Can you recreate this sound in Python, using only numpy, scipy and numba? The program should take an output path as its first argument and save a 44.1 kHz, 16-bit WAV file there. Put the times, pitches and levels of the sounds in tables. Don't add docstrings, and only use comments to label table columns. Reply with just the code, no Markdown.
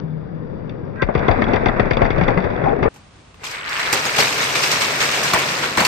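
import sys
import numpy as np
from scipy import signal
from scipy.fft import rfft, irfft, next_fast_len
from scipy.io import wavfile
from numba import njit

SR = 44100
rng = np.random.default_rng(int(sys.argv[2]) if len(sys.argv) > 2 else 0)


def transcribe(u):
    v = np.clip(np.atleast_2d(u).T, -1, 1)
    q = np.round(v * 32767).astype(np.int16)
    wavfile.write(sys.argv[1], SR, q)


N = 258867

# (frequency [Hz], relative gain [dB])
CHUTE_COLOUR = [(12, -40.5), (25, 7.5), (55, -1.5), (110, 1.5), (234, -1), (340, -2), (500, 4), (700, 6),
                (1270, -6), (2050, -10.5), (2600, -21), (3080, -38.5), (3470, -32.5), (4100, -47),
                (4730, -38), (5250, -52.5), (5600, -48), (6000, -67), (7800, -68), (13200, -120)]
# (frequency [Hz], relative gain [dB])
POUR_COLOUR = [(24, -43), (40, -19), (141, 1.5), (185, -6.5), (320, -3.5), (442, 2), (860, 2.5),
               (1900, 6.5), (2350, 4), (2800, -3), (3100, -11.5), (5300, -14), (8300, -21), (9400, -24),
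               (10300, -42), (12000, -23), (16000, -50), (20000, -3)]


def undb(db):
    return 10 ** (np.asarray(db) / 20)


def unit(x):
    return x / np.sqrt(np.mean(x ** 2))


def curves(table):
    time_s, *columns = np.transpose(table)
    return [np.interp(np.arange(N) / SR, time_s, column) for column in columns]


def band(x, lo_hz, hi_hz, order=2):
    return signal.sosfilt(signal.butter(order, [lo_hz, hi_hz], "band", fs=SR, output="sos"), x)


def colour(x, points):
    hz, db = np.transpose(points)
    f = np.fft.rfftfreq(4096, 1 / SR) + 1
    log_gain = np.interp(np.log(f), np.log(hz), db) * np.log(10) / 20
    cepstrum = irfft(log_gain)
    cepstrum[1:2048] *= 2
    cepstrum[2049:] = 0
    impulse = irfft(np.exp(rfft(cepstrum)))
    return signal.oaconvolve(x, impulse[None], axes=1)[:, :N]


def pair(alike):
    common, left, right = rng.standard_normal((3, N))
    return np.sqrt(alike) * common + np.sqrt(1 - alike) * np.array([left, right])


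def grains(rate, spread_db, tail_s):
    hit, size = rng.random(N) < rate / SR, rng.exponential(size=N)
    impacts = hit * undb(2 * spread_db * size)
    power = signal.lfilter([1], [1, -np.exp(-1 / (tail_s * SR))], impacts)
    return unit(np.sqrt(power + 1e-9))


def bursts(times_s, level_db, t60_s, rise_s):
    power, t = np.zeros(N + SR), np.arange(SR // 4) / SR
    for at_s, db, decay_s in zip(times_s, level_db, t60_s):
        i = int(at_s * SR)
        decay = undb(2 * db - 120 * t / max(decay_s, .01))
        power[i:i + len(t)] += decay * (1 - np.exp(-t / rise_s)) ** 2
    return np.sqrt(power[:N])


def placed(x, lag, left_db):
    return np.array([np.roll(x[0], lag), x[1]]) * undb([[left_db / 2], [-left_db / 2]])


@njit
def ring(at, hz, t60_s, size, count):
    out = np.zeros((2, count))
    for k in range(len(hz)):
        step = np.exp(2j * np.pi * hz[k] / SR - np.log(1000) / (t60_s[k] * SR))
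        for c in range(2):
            z = size[k, c] + 0j
            for i in range(at[k, c], min(count, at[k, c] + int(.7 * t60_s[k] * SR))):
                if i >= 0:
                    out[c, i] += z.imag
                z *= step
    return out


def pings(time_s, hz, t60_s, level_db):
    both = np.ones((len(time_s), 2))
    at = (time_s[:, None] * both * SR).astype(np.int64)
    return ring(at, hz + 0., t60_s + 0., undb(level_db)[:, None] * both, count=N)


def swarm(span_s, rate, lo_hz, hi_hz, cycles, spread_db, lag_s):
    start_s, length_s = span_s[0], span_s[1] - span_s[0]
    when, pitch, size, place, ringing = rng.random((int(rate * length_s), 5)).T
    hz = lo_hz * (hi_hz / lo_hz) ** pitch
    side = np.stack([place - .5, .5 - place], axis=1)
    at = ((start_s + when[:, None] * length_s + lag_s * side) * SR).astype(np.int64)
    level_db = -spread_db * np.log(size + 0.078) + 20 * np.log10(hz)
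    gain = undb(level_db)[:, None] * undb(1.7 * side)
    return unit(ring(at, hz, cycles * (.5 + ringing) / hz, gain, count=N))


def rolling():
    # (time [s], rumble level [dB], rattle level [dB])
    roll_levels = [(0.95, -21, -18), (1.02, -32, -37), (1.134, -24, -25.5), (1.22, -21.5, -22.5),
                   (1.504, -19.5, -21.5), (1.77, -21, -22.5), (2.204, -19.5, -22), (2.666, -22, -25.5),
                   (2.736, -19.5, -23.5), (2.85, -21, -27.5), (2.9, -20.5, -20)]
    # (frequency [Hz], relative gain [dB])
    upper_colour = [(12, -54), (20, -12.5), (59, -8), (145, -1), (334, -11), (501, -8), (684, -20.5),
                    (1780, -30.5), (3000, -46.5), (3470, -57), (4100, -65), (4730, -47), (5250, -65),
                    (5590, -52), (6000, -72), (7800, -104), (13200, -120)]
    # (time [s], level [dB])
    upper_levels = [(0.0, -28.5), (0.046, -32), (0.102, -33), (0.5, -30.5), (0.91, -29), (1.0, -37)]
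    # (time [s], level [dB])
    hiss_levels = [(0.0, -67), (1.06, -67), (1.13, -60.5), (1.36, -48), (1.7, -53), (2.0, -61.5),
                   (2.41, -52.5), (2.9, -63)]
    t = np.arange(N) / SR
    rumble_db, rattle_db = curves(roll_levels)
    bumps = swarm((0, 3), 4000, 114.7, 6750, cycles=8.1, spread_db=5.2, lag_s=0.00052) + 2.14 * pair(0.41)

    chute = colour(bumps, CHUTE_COLOUR) * np.clip((t - .93) / 0.11, 0, 1)
    chute = chute * grains(180, spread_db=1.4, tail_s=0.019)
    rumble = unit(band(chute, 4.3, 687)) * undb(rumble_db)
    rattle = unit(band(chute, 700, 10000)) * undb(rattle_db)

    upper = unit(colour(bumps + 1.7 * pair(0.26), upper_colour)) * undb(curves(upper_levels)[0])
    hum = unit(band(bumps, 151.683, 158.207)) * undb(-28.5 - 32 * t)
    upper = (upper + hum) * np.clip((1.06 - t) / 0.097, 0, 1)

    fizz = colour(pair(0.13) * grains(900, spread_db=2.2, tail_s=0.004), CHUTE_COLOUR)
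    hiss = unit(band(fizz, 3340, 4100, order=4)) + undb(-9.0) * unit(band(fizz, 4300, 5950, order=4))
    hiss = hiss * undb(curves(hiss_levels)[0])

    near = placed(rumble, lag=37, left_db=7.5) + placed(rattle + hiss, lag=34, left_db=2.0)
    return placed(upper, lag=38, left_db=7.0) + near


def hollow():
    # (time [s], level [dB], pitch [Hz], t60 [s])
    hollow_knocks = [(0.036, -18, 151, 0.15), (1.0232, -11, 552, 0.062), (1.089, -15, 593, .06),
                     (1.152, -29, 732, 0.054), (1.2835, -8, 700, 0.047), (1.383, -15.5, 253, 0.15),
                     (1.419, -18, 221, .19), (1.42, -11, 670, 0.039), (1.443, -19, 482, .06),
                     (1.468, -15.5, 217, .15), (1.49, -15, 241, 0.15), (1.561, -16.5, 238, 0.091),
                     (1.536, -13, 429, 0.094), (1.634, -10, 450, 0.048), (1.66, -14, 414, 0.058),
                     (1.796, -15, 480, .06), (1.852, -19, 400, .06), (1.9095, -8.5, 500, 0.046),
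                     (2.0175, -4, 685, .07), (2.107, -19, 427, 0.044), (2.182, -11.5, 453, .05),
                     (2.212, -10, 167, 0.14), (2.282, -12, 803, 0.076), (2.374, -8.5, 185, 0.15),
                     (2.374, -12.5, 395, 0.072), (2.44, -16, 396, .07), (2.502, -13, 600, 0.046),
                     (2.609, -22, 310, .1), (2.636, -14, 389, 0.098), (2.659, -11, 714, 0.14),
                     (2.669, -16, 693, 0.065), (2.684, -14, 806, 0.083), (2.671, -10, 800, 0.17),
                     (2.722, -14, 640, 0.063), (2.729, -9.5, 467, 0.087), (2.764, -16, 409, .12),
                     (2.785, -15.5, 262, 0.075), (2.829, -17, 200, 0.14), (2.83, -13.5, 395, 0.095),
                     (2.856, -11.5, 462, 0.11)]
    time_s, db, hz, t60_s = np.transpose(hollow_knocks)
    return placed(-pings(time_s, hz, t60_s, db), lag=38, left_db=8)


def clacks():
    # (time before a common 1 ms delay [s], ping level [dB], treble level [dB])
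    contacts = [(0.6938, -36, -40.5), (1.019, -24, -20), (1.045, -51, -57), (1.149, -28, -26.5),
                (1.162, -38, -46), (1.177, -35.5, -30), (1.1903, -31.5, -34), (1.281, -18.5, -31),
                (1.311, -25.5, -24), (1.4178, -27, -29), (1.44, -19.5, -37), (1.4816, -28, -44),
                (1.533, -29, -20.5), (1.559, -23, -27), (1.6571, -20, -20.5), (1.6834, -20.5, -31),
                (1.7954, -22, -23), (1.8558, -35, -43), (1.907, -28, -23.5), (1.9324, -22.5, -26),
                (1.969, -17, -28), (2.016, -29, -30), (2.027, -31, -33), (2.046, -27, -36),
                (2.05, -37, -29), (2.061, -39, -30), (2.1033, -23.5, -24.5), (2.1297, -35, -45),
                (2.1792, -32, -28), (2.186, -41, -41), (2.21, -26, -27), (2.235, -30, -26),
                (2.28, -21, -27), (2.304, -39.5, -30.5), (2.373, -37, -31), (2.3836, -37, -38),
                (2.4015, -42, -33), (2.422, -40, -41), (2.442, -34, -34), (2.5048, -36.5, -39),
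                (2.562, -31, -43), (2.64, -30.5, -43), (2.6914, -31.5, -45), (2.8263, -47, -29),
                (2.8347, -34, -27)]
    # (mean frequency [Hz], mean level re treble [dB])
    upper_rings = [(4650, -11), (5600, -20.5)]
    time_s, ping_db, treble_db = np.transpose(contacts)
    drift, same = rng.standard_normal((len(time_s), 5)).T, np.ones(len(time_s))
    time_s = time_s + 0.001035
    out = pings(time_s, 3506 * (1 + 0.019 * drift[0]), 0.014 * same, ping_db)
    for (upper_hz, mode_db), detune, vary in zip(upper_rings, drift[1:3], drift[3:]):
        hz = upper_hz * (1 + 0.0084 * detune)
        out = out + pings(time_s, hz, 0.024 * same, treble_db + mode_db + 3 * vary)

    spray = unit(band(colour(pair(.5), CHUTE_COLOUR), 2700, 6000, order=3))
    attack = bursts(time_s, treble_db, 0.074 * same, rise_s=0.00025)
    tail = bursts(time_s, ping_db - 20.5, 0.08 * same, rise_s=0.0017)
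    return placed(out + spray * (attack + tail), lag=38, left_db=-0.5)


def lead_in():
    # (centre [Hz], relative level [dB])
    swell_bands = [(1050, -43), (1324, -41), (1588, -34), (1949, -41), (2390, -58)]
    from_s, to_s = 0.94, 1.021
    t, noise = np.arange(N) / SR, pair(0.62)
    swell = np.clip((t - from_s) / (to_s - from_s), 0, 1) ** 3.2 * undb(10.0)
    swell = swell * np.clip((to_s + 0.012 - t) / 0.0036, 0, 1)
    return swell * sum(undb(db) * unit(band(noise, .98 * hz, 1.02 * hz)) for hz, db in swell_bands)


def drops():
    # (time [s], board [dB], thump [dB], crack [dB], board t60 [s]); levels before the trims below
    landings = [(1.0228, -13, -12.5, -13, 0.073), (1.088, -12, -28, -30, 0.1),
                (1.1521, -7.5, -12, -22, 0.062), (1.171, -17.5, -19.5, -33, 0.44),
                (1.2829, -6.5, -9.5, -12, 0.15), (1.311, -13.5, -30, -20.5, 0.28),
                (1.387, -15.5, -20, -36, 0.065), (1.42, -13, -17, -11, 0.098),
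                (1.475, -13.5, -22, -40, 0.075), (1.5357, -9, -16, -17, 0.19),
                (1.564, -17, -32, -16, 0.089), (1.6593, -9.5, -12.5, -12.5, 0.14),
                (1.687, -11.5, -32, -17, 0.14), (1.796, -6, -15.5, -13, 0.055),
                (1.9095, -16, -14, -10.5, 0.13), (1.969, -11.5, -22, -41, 0.11),
                (2.017, -6, -9.5, -13, 0.1), (2.051, -14.5, -32, -18.5, 0.19),
                (2.104, -11, -17, -15, 0.043), (2.211, -10.5, -15.5, -16.5, 0.1),
                (2.282, -8, -24, -15, 0.13), (2.374, -11, -30, -14.5, 0.14), (2.438, -21.5, -20, -22, 0.74),
                (2.638, -13, -22, -22.5, 0.27), (2.659, -20, -32, -45.5, 0.095),
                (2.686, -20, -28, -36, 0.38), (2.828, -16, -30, -15.5, 0.78),
                (2.856, -10, -20, -21.5, 0.054)]
    # (frequency [Hz], level re board [dB], t60 [s])
    snap_modes = [(238, -1, 0.037), (450, -1, 0.021), (770, -5.5, 0.0085), (1070, -8, 0.012)]
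    time_s, board_db, thump_db, crack_db, t60_s = np.transpose(landings)
    same = np.ones(len(time_s))

    shake = colour(pair(0.22) * grains(2500, spread_db=0.76, tail_s=0.0015), CHUTE_COLOUR)
    board = unit(band(shake, 330, 1500)) * bursts(time_s, board_db - 5, t60_s, rise_s=.002)

    crack = unit(band(shake, 1500, 6000)) * bursts(time_s, crack_db - 4.5, 0.067 * same, rise_s=0.00048)
    ring_hz = 2067 * (1 + .06 * rng.standard_normal(len(time_s)))
    crack = crack + pings(time_s + 0.00201, ring_hz, 0.055 * same, crack_db - 5)
    crack = crack + pings(time_s, ring_hz, 0.042 * same, crack_db - 16.5)

    snap = -sum(pings(time_s, hz * same, ring_s * same, board_db + db) for hz, db, ring_s in snap_modes)
    snap = band(snap, 100, 1600, order=3)

    thump, t = np.zeros(N + SR), np.arange(SR // 4) / SR
    for at_s, db, (start, glide) in zip(time_s, thump_db, rng.random((len(time_s), 2))):
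        hz = 24 + (140 + 30 * start) * np.exp(-t / (0.0136 + 0.0064 * glide))
        hz = hz + 420 * np.exp(-t / 0.00359)
        level = undb(db + 2 - 60 * t / 0.21) * (1 - 0.5 * np.exp(-t / 0.01))
        i = int((at_s + 0.00028) * SR)
        thump[i:i + len(t)] -= level * np.sin(2 * np.pi * np.cumsum(hz) / SR)
    return placed(board + snap + thump[:N], lag=31, left_db=10.0) + placed(crack, lag=43, left_db=6.5)


def yard():
    # (frequency [Hz], relative gain [dB])
    yard_spectrum = [(18, -15), (30, 5), (60, 10), (127, 5.5), (144, 6), (376, -4), (1140, -7), (1600, -11),
                     (2710, -12.5), (9500, -24.5), (12400, -95), (20900, -120)]
    return unit(colour(pair(0.15) * grains(500, spread_db=0.5, tail_s=0.019), yard_spectrum)) * undb(-45)


def knocks():
    # (time [s], mid [dB], low [dB], treble [dB], ping [Hz], ping level [dB])
    single_hits = [(2.9402, -49, -45, -44, 2460, -50), (2.96, -44, -42, -42, 850, -40),
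                   (3.3423, -39, -72, -52, 1120, -40), (3.434, -32, -37, -43, 2360, -30),
                   (3.4695, -29, -47, -32, 2460, -26), (3.511, -38, -46, -28, 1840, -39),
                   (3.692, -43, -38, -32, 2370, -37), (3.927, -18, -13, -10.5, 2470, -13),
                   (4.053, -36, -19.5, -20, 2060, -37), (4.1616, -27, -43, -20, 2240, -30),
                   (4.187, -23, -19, -25, 610, -9.5), (4.203, -9, -21, -16, 1000, -23),
                   (4.224, -10.5, -31, -24, 2120, -25), (4.384, -17, -37, -40, 2380, -22.5),
                   (4.5534, -35, -25, -37, 2350, -13), (4.623, -18, -35, -26, 2450, -19),
                   (4.671, -24, -38, -20, 2500, -22), (4.7182, -26, -21, -26, 2110, -21),
                   (4.817, -22, -23, -24, 2300, -22), (5.007, -28, -34, -27, 2420, -28),
                   (5.2303, -31, -36, -17, 1186, -20), (5.3342, -24, -15, -12, 1160, -5),
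                   (5.337, -30, -20, -30, 1190, -14), (5.34, -30, -30, -34, 222, -10.5),
                   (5.3429, -30, -27, -34, 920, -11), (5.35, -30, -23, -34, 446, -14),
                   (5.355, -30, -25, -36, 400, -20), (5.3466, -30, -21, -34, 1860, -9),
                   (5.386, -19, -27, -18, 2330, -29), (5.635, -11, -21, -32, 1100, -14.5),
                   (5.773, -24, -11.5, -17, 1010, -13.5), (5.776, -30, -30, -30, 300, -13),
                   (5.806, -30, -30, -30, 210, -14), (5.816, -30, -30, -30, 190, -19),
                   (5.8022, -21, -12.5, -16, 990, -9), (5.8239, -19, -22, -22, 940, -9),
                   (5.835, -28, -24, -25, 905, -13), (5.849, -23, -34, -12, 1020, -11.5)]
    # (low t60 [s], mid t60 [s], treble t60 [s], ping t60 [s])
    decays_s = (0.095, 0.021, 0.087, 0.024)
    time_s, mid_db, low_db, treble_db, ping_hz, ping_db = np.transpose(single_hits)
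    low_t60_s, mid_t60_s, treble_t60_s, ping_t60_s = np.outer(decays_s, np.ones(len(time_s)))
    shake = pair(0.24) * grains(4000, spread_db=2.2, tail_s=0.01)
    low = unit(band(shake, 150, 1300)) * bursts(time_s + .002, low_db, low_t60_s, rise_s=.001)
    mid = unit(band(shake, 1300, 3500)) * bursts(time_s, mid_db, mid_t60_s, rise_s=.0007)
    treble = unit(colour(band(shake, 5900, 18300), POUR_COLOUR))
    treble = treble * bursts(time_s, treble_db, treble_t60_s, rise_s=0.00097)
    return low + mid + treble + pings(time_s + 0.00183, ping_hz, ping_t60_s, ping_db)


def pour():
    # (time [s], clatter [dB], board rumble [dB], treble [dB])
    flow_levels = [(3.43, -41, -45, -50), (3.55, -30.5, -47.5, -38.5), (3.63, -32, -44, -48),
                   (3.72, -25, -43.5, -33.5), (3.9, -23.5, -33, -29.5), (4.3, -24.5, -31.5, -24),
                   (4.75, -24.5, -31.5, -27), (5.2, -23.5, -30, -24), (5.55, -24.5, -32, -26),
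                   (5.87, -30, -35, -33.5)]
    # (time [s], clatter [dB], board rumble [dB], treble [dB])
    slides = [(3.437, -33.5, -55, -28), (3.79, -21, -35, -31), (3.924, -25, -24.5, -19.5),
              (4.16, -26, -28, -24), (4.18, -14, -20, -13.5), (4.38, -19, -29, -25),
              (4.41, -30, -45, -23.5), (4.548, -19.5, -27.5, -18), (4.626, -19.5, -35, -16),
              (4.705, -18, -28, -16), (4.805, -19, -33, -17.5), (5, -18, -40, -17.5), (5.13, -26, -42, -26),
              (5.24, -21.5, -32, -21.5), (5.335, -17, -22, -30), (5.625, -20.5, -36, -27),
              (5.771, -13.5, -20.5, -20), (5.848, -18, -43, -18)]
    # (nominal pitch, sounding 3-5 % lower [Hz], relative level [dB])
    ball_rings = [(2310, -14.5), (4150, -24), (4820, -26), (5440, -28), (6800, -44), (7700, -47),
                  (8250, -25.5)]
    t, span_s = np.arange(N) / SR, (3, 6)
    time_s, *slide_db = np.transpose(slides)
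    t60_s = np.full(len(time_s), 0.44)
    mid, low, treble = (np.hypot(undb(steady_db), bursts(time_s, db, t60_s, rise_s=0.0039))
                        for steady_db, db in zip(curves(flow_levels), slide_db))
    flow = np.clip((t - 3.39) / 0.038, 0, 1)

    wash = 1.85 * pair(0.06) * grains(2500, spread_db=2.2, tail_s=0.0029)
    contacts = swarm(span_s, 9000, 713.0, 16100, cycles=47, spread_db=0.51, lag_s=.0012)
    clatter = colour(contacts + wash, POUR_COLOUR)
    drum = swarm(span_s, 1000, 132.5, 1140, cycles=14.7, spread_db=1.3, lag_s=0.00074) + 4.9 * pair(0.9)
    drum = colour(drum, POUR_COLOUR)
    low = placed(low * unit(band(drum, 37, 770)), lag=0, left_db=6.5)

    rings = sum(undb(db) * swarm(span_s, 150, 0.95 * hz, 0.97 * hz, cycles=91, spread_db=2.7, lag_s=.0012)
                for hz, db in ball_rings)
    clicks = swarm(span_s, 600, 970, 5100, cycles=7.9, spread_db=2.3, lag_s=0.00065)
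    clicks = unit(band(clicks, 830, 3300))
    mid = mid * (0.8 * unit(band(clatter, 900, 3400, order=3)) + rings + 0.55 * clicks)

    sharp = swarm(span_s, 500, 3200, 9300, cycles=45, spread_db=3.5, lag_s=.0003)
    sharp = unit(colour(sharp, POUR_COLOUR))
    treble = treble * unit(unit(band(clatter, 3400, 18000, order=3)) + .42 * sharp)

    arrive = np.clip((t - 4.24) / 2.6, 0, 1)
    chute = arrive * unit(band(drum, 124.44, 342.21)) * undb(-36)
    return flow * (low + mid + treble + chute)


def ticks():
    # (time [s], ring [Hz], ring level [dB], higher ring [Hz], higher ring level [dB])
    ball_contacts = [(3.444, 3740, -38, 6440, -27), (3.466, 3220, -25, 7751, -28),
                     (3.476, 5167, -35, 6100, -31), (3.511, 4950, -31, 8250, -38),
                     (3.548, 2080, -26, 8300, -35), (3.653, 3440, -39, 5000, -38),
                     (3.661, 3080, -39, 7000, -36), (3.693, 5470, -28, 8500, -38),
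                     (3.696, 4750, -26, 6500, -36), (3.724, 2239, -19, 3280, -28),
                     (3.798, 4134, -27, 7751, -38), (3.81, 4134, -27, 5460, -33),
                     (3.865, 2200, -22, 4200, -26), (3.9275, 7500, -20, 8500, -16),
                     (3.9305, 4823, -11, 5857, -12), (4.054, 5000, -17.5, 8200, -31),
                     (4.064, 6890, -21, 8200, -30), (4.071, 6546, -21, 8200, -32),
                     (4.185, 4750, -17, 9050, -24), (4.194, 4870, -16, 6718, -19),
                     (4.203, 5300, -10, 7751, -24), (4.2065, 4270, -9.5, 5300, -11),
                     (4.284, 2300, -19, 4800, -15), (4.383, 2180, -20, 4150, -26),
                     (4.444, 6201, -22, 8140, -19), (4.554, 4100, -25, 5200, -23),
                     (4.561, 4100, -24, 6760, -29), (4.716, 5450, -17, 6800, -19),
                     (4.717, 4306, -22, 8700, -30), (4.7235, 5300, -18, 6900, -28),
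                     (4.821, 4330, -27, 8268, -21), (5.026, 6640, -21, 8096, -20),
                     (5.138, 2390, -14.5, 4760, -20), (5.237, 5800, -18, 8300, -27),
                     (5.334, 3480, -16, 4100, -13), (5.338, 4130, -21, 7751, -22),
                     (5.346, 2700, -25, 8200, -21), (5.363, 960, -9, 2290, -21),
                     (5.568, 4930, -23, 8200, -34), (5.641, 1550, -16, 3445, -24),
                     (5.7715, 4100, -20, 8200, -20), (5.7755, 2780, -28, 7235, -26),
                     (5.784, 1180, -13, 2500, -29), (5.801, 4060, -26, 6300, -25),
                     (5.808, 4500, -15.5, 6800, -26), (5.849, 4500, -7.5, 8800, -17),
                     (5.851, 2700, -10, 5730, -16)]
    time_s, hz, db, higher_hz, higher_db = np.transpose(ball_contacts)
    t60_s = np.full(len(time_s), 0.028)
    return pings(time_s, hz, t60_s, db) + pings(time_s, higher_hz, 0.36 * t60_s, higher_db)


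def ports(x):
    frame_hz, lead_s = 390, 0.00055
    port_hz, port_q = 51.4, 1.8
    size = next_fast_len(N + SR)
    f = np.fft.rfftfreq(size, 1 / SR)
    lead = np.exp(2j * np.pi * f * lead_s / (1 + (f / frame_hz) ** 6))
    turn = port_hz ** 2 - f ** 2 - 1j * f * port_hz / port_q
    all_pass = turn / np.conj(turn)
    return irfft(rfft(x, size) * np.array([lead, all_pass]), size)[:, :N]


def scene():
    cut_s = 2.888
    slowed = ports(rolling() + hollow() + clacks() + lead_in() + drops())
    right_cut = signal.butter(1, 15., "high", fs=SR, output="sos")
    slowed = np.array([slowed[0], signal.sosfilt(right_cut, slowed[1])])
    slowed = signal.sosfilt(signal.ellip(8, .2, 80, 6000, fs=SR, output="sos"), slowed)

    normal = placed(pour() + knocks(), lag=-3, left_db=0.5) + ticks() + yard()
    side = (normal[0] - normal[1]) / 2
    low_side = signal.sosfilt(signal.butter(1, 400., fs=SR, output="sos"), side)
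    normal = normal - 0.98 * low_side * np.array([[1], [-1]])
    normal = signal.sosfilt(signal.butter(2, 40., "high", fs=SR, output="sos"), normal)
    return np.where(np.arange(N) < cut_s * SR, slowed, normal)


def record(dry):
    return signal.sosfilt(signal.ellip(8, .2, 70, 16000, fs=SR, output="sos"), np.tanh(dry))


dry = scene()
out = record(dry)
transcribe(out)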